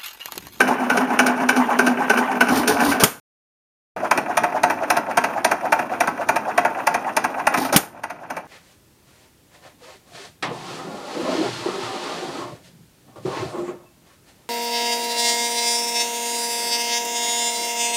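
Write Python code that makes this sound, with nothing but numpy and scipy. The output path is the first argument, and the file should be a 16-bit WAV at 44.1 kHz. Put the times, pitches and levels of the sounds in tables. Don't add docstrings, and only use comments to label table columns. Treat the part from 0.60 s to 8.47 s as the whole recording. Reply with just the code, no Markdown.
import sys
import numpy as np
from scipy import signal
from scipy.fft import rfft, irfft, next_fast_len
from scipy.io import wavfile
from scipy.ndimage import map_coordinates

SR = 44100
rng = np.random.default_rng(int(sys.argv[2]) if len(sys.argv) > 2 else 0)


def invert_db(x):
    u = np.asarray(x, float) / 20
    return 10 ** u


def store_wav(level_fs):
    pcm = np.round(np.clip(np.atleast_2d(level_fs), -1, 1) * 32767)
    wavfile.write(sys.argv[1], SR, pcm.T.astype(np.int16))


N = 347067
SCATTER_DB = 2


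def unit(x):
    return x / np.sqrt(np.mean(x ** 2) + 1e-20)


def along(points, hz):
    f, v = np.transpose(points)
    return np.interp(np.log(hz + 1), np.log(f + 1), v)


def wobble(rate):
    return map_coordinates(rng.standard_normal(int(N * rate / SR) + 4), [np.arange(N) * rate / SR])


def lumps(grain_db, rate):
    return unit(invert_db(grain_db * wobble(rate)))


def chatter(grain_db, rate):
    return rng.standard_normal(N) * lumps(grain_db, rate)


def filtered(x, response):
    m = next_fast_len(N + SR // 2)
    f = np.fft.rfftfreq(m, 1 / SR)
    gain = np.interp(f, f[::16], response(f[::16]))
    return irfft(rfft(x, m) * gain / np.sqrt(np.mean(np.abs(gain) ** 2)), m)[:N]


def modes(table):
    def response(f):
        return sum((-1) ** k * invert_db(db) * 1j * f * width / (hz * hz - f * f + 1j * f * width)
                   for k, (hz, width, db) in enumerate(table))
    return response


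def colour(points):
    return lambda f: invert_db(along(points, f))


def between(response, low_hz, high_hz):
    def limited(f):
        low_edge = (1j * f / (low_hz + 1j * f)) ** 2
        high_edge = modes([(high_hz, high_hz, 0)])(f) / (1j * f + 1e-9)
        return response(f) * low_edge * high_edge
    return limited


def bursts(times, peak_db, t60, rise, alike=0):
    out, habit = np.zeros(N + SR), rng.standard_normal(SR // 2)
    fresh = rng.standard_normal(N + SR)
    for s, db, decay in zip(times, peak_db, np.clip(t60, .005, .45)):
        t, at = np.arange(round(decay * SR)) / SR, round(s * SR)
        shape = invert_db(db - 60 * t / decay) * (1 - np.exp(-(t / rise) ** 2))
        noise = alike * habit[:len(t)] + np.sqrt(1 - alike ** 2) * fresh[at:][:len(t)]
        out[at:][:len(t)] += shape * noise
    return out[:N]


# resonance in Hz, width in Hz, level in dB.
FRAME_NEAR = [(409, 53, 0.5), (683, 38, 0.5), (823.5, 37, 2), (995, 90, -6.5), (1217, 170, -6.5),
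              (1504, 89, 5), (1582, 76, 3), (1760, 110, -8.5), (1960, 150, -13), (2304, 140, -6),
              (2680, 140, -10), (2970, 56, -9)]
FRAME_FAR = [(630, 87, -3), (720, 28, 3.5), (817, 40, -3.5), (904, 49, 1), (1033, 69, -5), (1113, 45, -6),
             (1276, 69, -5.5), (1392, 89, -3), (1440, 120, -1.5), (1574, 320, -7.5), (1983, 100, -9),
             (2067, 81.7, -14.5), (2360, 180, -11), (2605, 200, -13.5), (2827, 87, -18.5),
             (3210, 32, -22.5)]
# resonance in Hz, width in Hz, level in dB.
BASE_NEAR = [(112, 80, -22), (180, 91, -12.5), (248.7, 14, 7), (418, 47, -10)]
BASE_FAR = [(118, 89, -0.5), (182, 72, -19), (261, 130, 16.5), (394, 70, -2)]
# frequency in Hz, level in dB per Hz.
STEEL = [(1760, -23), (3000, -7.5), (4720, -6), (5960, -1), (7850, -14), (8640, -8.5), (9850, -2),
         (10900, -12.5), (15500, -19.5)]
# frequency in Hz, level in dB per Hz.
GEARS = [(250, -30), (450, -6.5), (700, 1), (950, -3), (1500, -8.5), (1900, -18.5), (2150, -23.5),
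         (2550, -17.5), (2950, -24.5), (4000, -35.5)]


def engine(hits, run, frame, base):
    s, db, tick_db, thump_db, t60 = np.transpose(hits)
    rattle, hiss, drum = run

    iron = bursts(s - .004, db - 1, .8 * t60, rise=0.0019, alike=0.34)
    iron = iron + bursts(s + .005, db - 2, t60, rise=0.0026, alike=0.24)
    for late, hard_db in ((-.001, 18.2), (.0025, 17.2)):
        at = np.round((s + late + .0012 * rng.random(len(s))) * SR).astype(int)
        iron[at] += invert_db(db + hard_db + 2 * rng.standard_normal(len(s)))
    tooth_knocks = rng.random(N) < 55 / SR
    iron = iron + rattle * tooth_knocks * invert_db(19 + 4 * rng.standard_normal(N))

    steel = bursts(s - .0045, db + tick_db + 5, 1.117 * t60, rise=0.0041, alike=0.56)
    steel = steel * lumps(grain_db=3.0, rate=450)
    loose = .8 * hiss * chatter(grain_db=3, rate=400) * lumps(grain_db=3, rate=70)
    small_parts = steel + loose
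    wood = bursts(s, db + thump_db + 0.5, 2.21 * t60, rise=0.0047)
    wood = wood + 1.45 * drum * chatter(grain_db=1, rate=60)
    gears = 0.78 * rattle * chatter(grain_db=2.5, rate=91) * lumps(grain_db=2.2, rate=30)

    out = filtered(iron, between(modes(frame), low_hz=200, high_hz=2800))
    out = out + filtered(small_parts, colour(STEEL)) + 0.14 * filtered(small_parts, modes(SPRINGS))
    out = out + pings(s, db + tick_db, hiss)
    out = out + filtered(wood, between(modes(base), low_hz=63, high_hz=612))
    return out + filtered(gears, colour(GEARS))


# push rod clack in seconds, clack in dB,
# rocker in dB, puff of air in dB, place of the puff in turns.
TURNS_NEAR = [
    (.0054, -5, -16, -16.5, .77),
    (0.3007, -7, -12, -13, 0.78),
    (0.5919, -3.5, -11.5, -14, 0.77),
    (0.8903, -5, -13.5, -9.5, 0.77),
    (1.1909, -6, -10, -12.5, 0.76),
    (1.499, -5.5, -12, -14.5, .7),
    (1.8084, -4.5, -12.5, -17.5, 0.62),
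    (2.126, -39, -12, -24, 0.75),
    (2.444, -40, -40, -40, .7),
]
TURNS_FAR = [(3.254, -4.5, -10.5, -12, .74), (3.5128, -4.5, -9, -14, .73), (3.7729, -5.5, -11, -11.5, .73),
             (4.0358, -4.5, -10.5, -13, .73), (4.3033, -4.5, -9.5, -14, .74), (4.5737, -4, -10, -13, .74),
             (4.8475, -5, -9.5, -13, .755), (5.1236, -4.5, -13.5, -13.5, .73),
             (5.4063, -5.5, -11.5, -13, .73), (5.6894, -6, -10, -12, .7), (5.9793, -4.5, -10.5, -16, .7),
             (6.2709, -6, -9.5, -14, .7), (6.5688, -5, -10.5, -14.5, .73), (6.8705, -5.5, -10, -23.5, .745),
             (7.1618, -39.5, -13.5, -16.5, .73), (7.4371, -4, -7.5, -13, .745),
             (7.7036, -5, -7.5, -30.5, .73), (7.968, -40, -40, -40, .73)]
# place in turns, level in dB (clack and rocker re their turn),
# steel tick in dB re frame, base thump in dB re frame, chatter t60 in seconds.
CAM_NEAR = [
    (0, 0, -16, -11.5, .063),
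    (.245, -1.5, -12.5, -2.5, 0.078),
    (.6, -25, -30, -5.5, .09),
    (.7, -23, -20, -1.5, 0.091),
    (.81, -26, -21, -1, .05),
]
CAM_FAR = [
    (0, 0, -12, -17, 0.039),
    (.245, .4, -15, -14, .047),
    (.59, -24, -26, -12.5, .045),
    (.76, -24, -19.5, -8.5, 0.048),
]
# level in dB, steel tick in dB, thump in dB, t60 in seconds.
TRIP = (-16, -8.5, -9, 0.2)
# start in seconds, level in dB, thump in dB.
FLUTTER = [
    (1.9655, -16.5, -2.5),
    (2.2594, -18.5, 3),
    (2.3178, -13.5, -12),
    (6.9745, -14.5, -1),
    (7.049, -17, -16),
]


def contacts(turns, cam):
    rows = []
    for (s, clack_db, rocker_db, *_), (end, *_) in zip(turns, turns[1:]):
        luck = rng.standard_normal((len(cam), 4))
        for k, (place, db, tick_db, thump_db, t60) in enumerate(cam):
            faint = k > 1
            place = place + faint * .012 * luck[k, 0]
            level_db = db + (SCATTER_DB * luck[k, 1] if faint else (clack_db, rocker_db)[k])
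            tick_db, thump_db = tick_db + 0.87 * luck[k, 2], thump_db + 0.87 * luck[k, 3]
            rows.append((s + (end - s) * place, level_db, tick_db, thump_db, t60))
    rows += [(trip, *TRIP) for _, trip, *_ in STROKES]
    rows += [(s, db, -13, thump_db, 0.06) for s, db, thump_db in FLUTTER]
    return [row for row in rows if turns[0][0] <= row[0] < min(turns[-1][0], N / SR - .01)]


# place in turns, load in dB.
LOAD_NEAR = [(.1, 2.5), (.3, 3.5), (.55, -3), (.75, -0.5), (.92, -2.5)]
LOAD_FAR = [(.12, 2.5), (.3, 3), (.55, -4), (.75, -1.5), (.92, -2)]
# level in dB, growth with load in dB per dB,
# drift in dB per second as the wheels slow.
RUN_NEAR = [(-25.5, 1.1, 0.5), (-45.5, 1.5, 0), (-28, .8, -2)]
RUN_FAR = [(-29, 1, -.5), (-51.5, .5, -.5), (-37, 0.72, -1)]


def running(turns, load, run):
    t, s = np.arange(N) / SR, np.transpose(turns)[0]
    turn = np.interp(t, s, np.arange(len(s)))
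    load_db = np.interp(turn, *np.transpose(load), period=1)
    coasting = np.clip(t - s[0], 0, s[-1] - s[0]) * (t < BANGS[1][0])
    return [invert_db(db + grows * load_db + sag * coasting) for db, grows, sag in run]


# resonance in Hz, width in Hz, level in dB.
SPRINGS = [(5800, 180, -6.5), (6400, 140, -4.5), (8750, 180, 0), (9750, 340, 4.5), (13500, 580, -0.5)]


def ticks(times, peak_db):
    out, t = np.zeros(N + SR), np.arange(SR // 25) / SR
    luck, part = rng.standard_normal((len(times), 2)), rng.integers(len(SPRINGS), size=len(times))
    part_hz, _, part_db = np.transpose(SPRINGS)
    hz = part_hz[part] * (1 + .035 * luck[:, 0])
    level_db = peak_db + part_db[part] / 2 + 3 * luck[:, 1]
    rings = invert_db(level_db[:, None] - 60 * t / .016) * np.sin(2 * np.pi * hz[:, None] * t)
    at = np.round(times * SR).astype(int)
    np.add.at(out, at[:, None] + np.arange(len(t)), rings * (1 - np.exp(-t / .0005)))
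    return out[:N]


def pings(s, tick_db, hiss):
    idle = rng.random(round(70 * N / SR)) * N / SR
    late = .01 * rng.random((len(s), 3))
    after_blows = ticks((s[:, None] + late).ravel(), np.repeat(tick_db - 6, repeats=3))
    return hiss * ticks(idle, np.full(len(idle), 5)) + after_blows


# place in turns, level in dB.
BOARD_STRIKES = [
    (.03, -18),
    (.31, -22),
    (.78, -22),
]


def hum(drum):
    t, s = np.arange(N) / SR, np.transpose(TURNS_NEAR)[0]
    shut, swing = t > STROKES[0][0], 0.45 * drum
    for start, end in zip(s, s[1:]):
        for (place, db), luck in zip(BOARD_STRIKES, rng.standard_normal(len(BOARD_STRIKES))):
            since = np.clip(t - start - place * (end - start), 0, 1)
            decay = invert_db(db + SCATTER_DB * luck - 60 * since / .24)
            swing = swing + decay * (1 - np.exp(-since / .006))
    pitch_hz = 246 + 30 * shut + (3.5 + 10 * shut) * wobble(16)
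    note = np.sin(2 * np.pi * np.cumsum(pitch_hz) / SR)
    return swing * invert_db(-1.5 * shut) * lumps(grain_db=1.0, rate=14) * note


# start in seconds, crack in dB, push in dB re crack, crack t60 in seconds,
# blow-down in dB re crack, blow-down t60 in seconds.
BANGS = [
    (2.4363, 1.5, 5, .045, -19, 0.29),
    (7.1619, 0.5, 2.5, 0.056, -20.5, 0.26),
]
# frequency in Hz, level in dB per Hz.
BLAST = [(18, -50), (30, -16), (219, 0.5), (561, -10), (1260, -6.5), (2020, -10.5), (3400, -10.5),
         (3980, -15.5), (7860, -10), (12300, -10.5), (15500, -16)]


def firings():
    s, db, push_db, t60, down_db, down_t60 = np.transpose(BANGS)
    jet = bursts(s, db, t60, rise=0.00033) + bursts(s, db + down_db, down_t60, rise=0.0045)
    out = filtered(jet, colour(BLAST))
    push_hz, push_t60, rise_s = 215, .017, .001
    t = np.arange(SR // 12) / SR
    for at, level in zip(s, db + push_db):
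        push = invert_db(level - 60 * t / push_t60) * np.sin(2 * np.pi * push_hz * t + 0.79)
        out[round((at - .0015) * SR):][:len(t)] += push * (1 - np.exp(-t / rise_s))
    return out


# resonance in Hz, puff length in seconds, place of the return puff in turns,
# level of the return puff in dB.
PORT_NEAR = (910, 0.04, 0.4, -15)
PORT_FAR = (790, .027, .5, -29.5)


def puffs(turns, port):
    hz, length, back, back_db = port
    rows = []
    for (s, _, _, db, place), (end, *_) in zip(turns, turns[1:]):
        luck = rng.standard_normal(3)
        rows.append((s + place * (end - s), db, hz * (1 + .05 * luck[0]), length))
        rows.append((s + back * (end - s), back_db + SCATTER_DB * luck[1], hz * (1 + .05 * luck[2]), length))
    return rows


# pitch ratio, width in Hz, delay in puff lengths, level in dB.
PORT = [(0.84, 130, -0.4, -11), (0.95, 160.7, -0.05, -9.5), (1.15, 190, 0.3, -14.5),
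        (1.887, 347, 0.46, -18), (3., 404, 0.93, -29.5), (7.502, 3005, -0.008, -34.5)]
# time in seconds, level in dB, port resonance in Hz.
GULPS = [
    (1.939, -17, 1020),
    (2.109, -10.5, 844),
    (2.17, -14, 800),
    (2.225, -13.5, 897),
    (2.299, -15.5, 1060),
    (2.438, -13.5, 1230),
    (3.374, -21.5, 736),
    (7.025, -18, 920),
    (7.143, -10.5, 720),
]


def breathing():
    out, t = np.zeros(N + SR), np.arange(-3072, 5120) / SR
    f = np.fft.rfftfreq(len(t), 1 / SR)
    gulps = [(*gulp, .022) for gulp in GULPS]
    for s, db, hz, length in puffs(TURNS_NEAR, PORT_NEAR) + puffs(TURNS_FAR, PORT_FAR) + gulps:
        for pitch, width, late, stage_db in PORT:
            port = modes([(pitch * hz, 1.5 * width, 0)])(f) ** 2
            swell = np.exp(-((t / length - late) / 0.63) ** 2)
            air = swell * irfft(rfft(rng.standard_normal(len(t))) * port, len(t))
            air = air * np.linalg.norm(swell) / np.linalg.norm(air)
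            out[round((s + t[0]) * SR):][:len(t)] += invert_db(db + stage_db) * air
    return out[:N]


# start in seconds, igniter trip in seconds, suction hiss in dB,
# release hiss in dB, pipe tones in dB.
STROKES = [
    (1.885, 2.0762, -24.5, -17, 1),
    (2.203, 2.401, -23, -20, -1.5),
    (6.944, 7.1273, -27.5, -28, -9),
]
# frequency in Hz, level in dB per Hz.
AIR = [(1760, -42), (3000, -4.5), (4890, -2), (7850, -10), (9390, -2.5), (10800, -8), (12700, -7),
       (15500, -9.5)]


def intake():
    t, out = np.arange(N) / SR, np.zeros(N)
    hissing = filtered(chatter(grain_db=2.2, rate=150), colour(AIR))
    throb = filtered(rng.standard_normal(N), modes([(85, 97, 0)]))
    tone = filtered(rng.standard_normal(N), modes([(283, 23, 0)]))
    high_tone = filtered(rng.standard_normal(N), modes([(435, 16, 0)]))
    rise_s, full_share, fall_db_s, release_t60 = .04, 0.58, 351, .25
    exhaust_late_s, exhaust_s, throb_late_s = .03, .028, 0.025
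    for s, trip, suck_db, release_db, pipe_db in STROKES:
        falling = np.clip(t - s - full_share * (trip - s), 0, 1)
        suck = np.clip((t - s) / rise_s, 0, 1) * invert_db(-fall_db_s * falling)
        release = (t > trip) * invert_db(-60 * np.clip(t - trip, 0, 1) / release_t60)
        exhaust = np.exp(-((t - trip - exhaust_late_s) / exhaust_s) ** 2)
        pipe = invert_db(-34) * (suck + np.roll(exhaust, round(throb_late_s * SR))) * throb
        pipe = pipe + invert_db(-20.5) * suck * tone + invert_db(-17) * exhaust * high_tone
        hiss = 0.6 * (invert_db(suck_db) * suck + invert_db(release_db) * release) * hissing
        out += hiss + invert_db(pipe_db) * pipe
    return out


# frequency in Hz, t60 in seconds.
YARD = [(100, 0.21), (1500, 0.36), (6000, 0.21), (14000, 0.065)]


def yard(x):
    out, step = np.zeros(N + SR), SR // 3
    for i in range(0, N, step):
        hz, t, z = signal.stft(rng.standard_normal(SR // 3), SR, nperseg=256)
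        decay = invert_db(-60 * t / along(YARD, hz)[:, None])
        tail = signal.istft(z * decay, SR, nperseg=256)[1]
        wet = signal.fftconvolve(x[i:i + step], tail / np.linalg.norm(tail))
        out[i + 300:][:len(wet)] += wet
    return out[:N]


def neighbourhood():
    return invert_db(-51.5) * filtered(rng.standard_normal(N), modes([(140, 100, 0)]))


# start in seconds, end in seconds.
BREAK = (2.599, 3.3635)


def scene():
    t = np.arange(N) / SR
    first, second = np.clip(t - BANGS[0][0], 0, 1), np.clip(t - BANGS[1][0], 0, 1)
    dive_db_s, dive_db, recover_db_s = 230.5, 18.5, 10
    second_dive = np.minimum(dive_db_s * second, dive_db - recover_db_s * second)
    duck = invert_db(np.where(t < BREAK[0], -dive_db_s * first, -second_dive))

    run_near = running(TURNS_NEAR, LOAD_NEAR, RUN_NEAR)
    run_far = running(TURNS_FAR, LOAD_FAR, RUN_FAR)
    near = engine(contacts(TURNS_NEAR, CAM_NEAR), run_near, FRAME_NEAR, BASE_NEAR) + hum(run_near[2])
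    far = engine(contacts(TURNS_FAR, CAM_FAR), run_far, FRAME_FAR, BASE_FAR)
    machine = near * (t < BREAK[0]) + far * (t > BREAK[0])
    dry = (machine + breathing() + intake()) * duck + neighbourhood()
    audible = (t < BREAK[0]) | (t > BREAK[1])
    return ((dry + invert_db(-13) * yard(dry) + firings()) * audible)[None]


def top_cut(x):
    return signal.sosfilt(signal.butter(12, 16240, fs=SR, output="sos"), x)


# centre in Hz, width in Hz, depth in dB.
NOTCHES = [(7790, 500, -15), (10780, 290, -11)]


def record(dry):
    def microphone(f):
        dips = invert_db(sum(db / (1 + ((f - hz) / width * 2) ** 4) for hz, width, db in NOTCHES))
        return dips * np.clip((15600 - f) / 400, 0, 1) ** 2 * f ** 2 / (f ** 2 + 60. ** 2)
    x = 0.75 * filtered(dry[0], microphone)
    x = x / (1 + np.abs(x / 0.81) ** 6) ** (1 / 6)
    return top_cut(x[None])


dry = scene()
out = record(dry)
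store_wav(out)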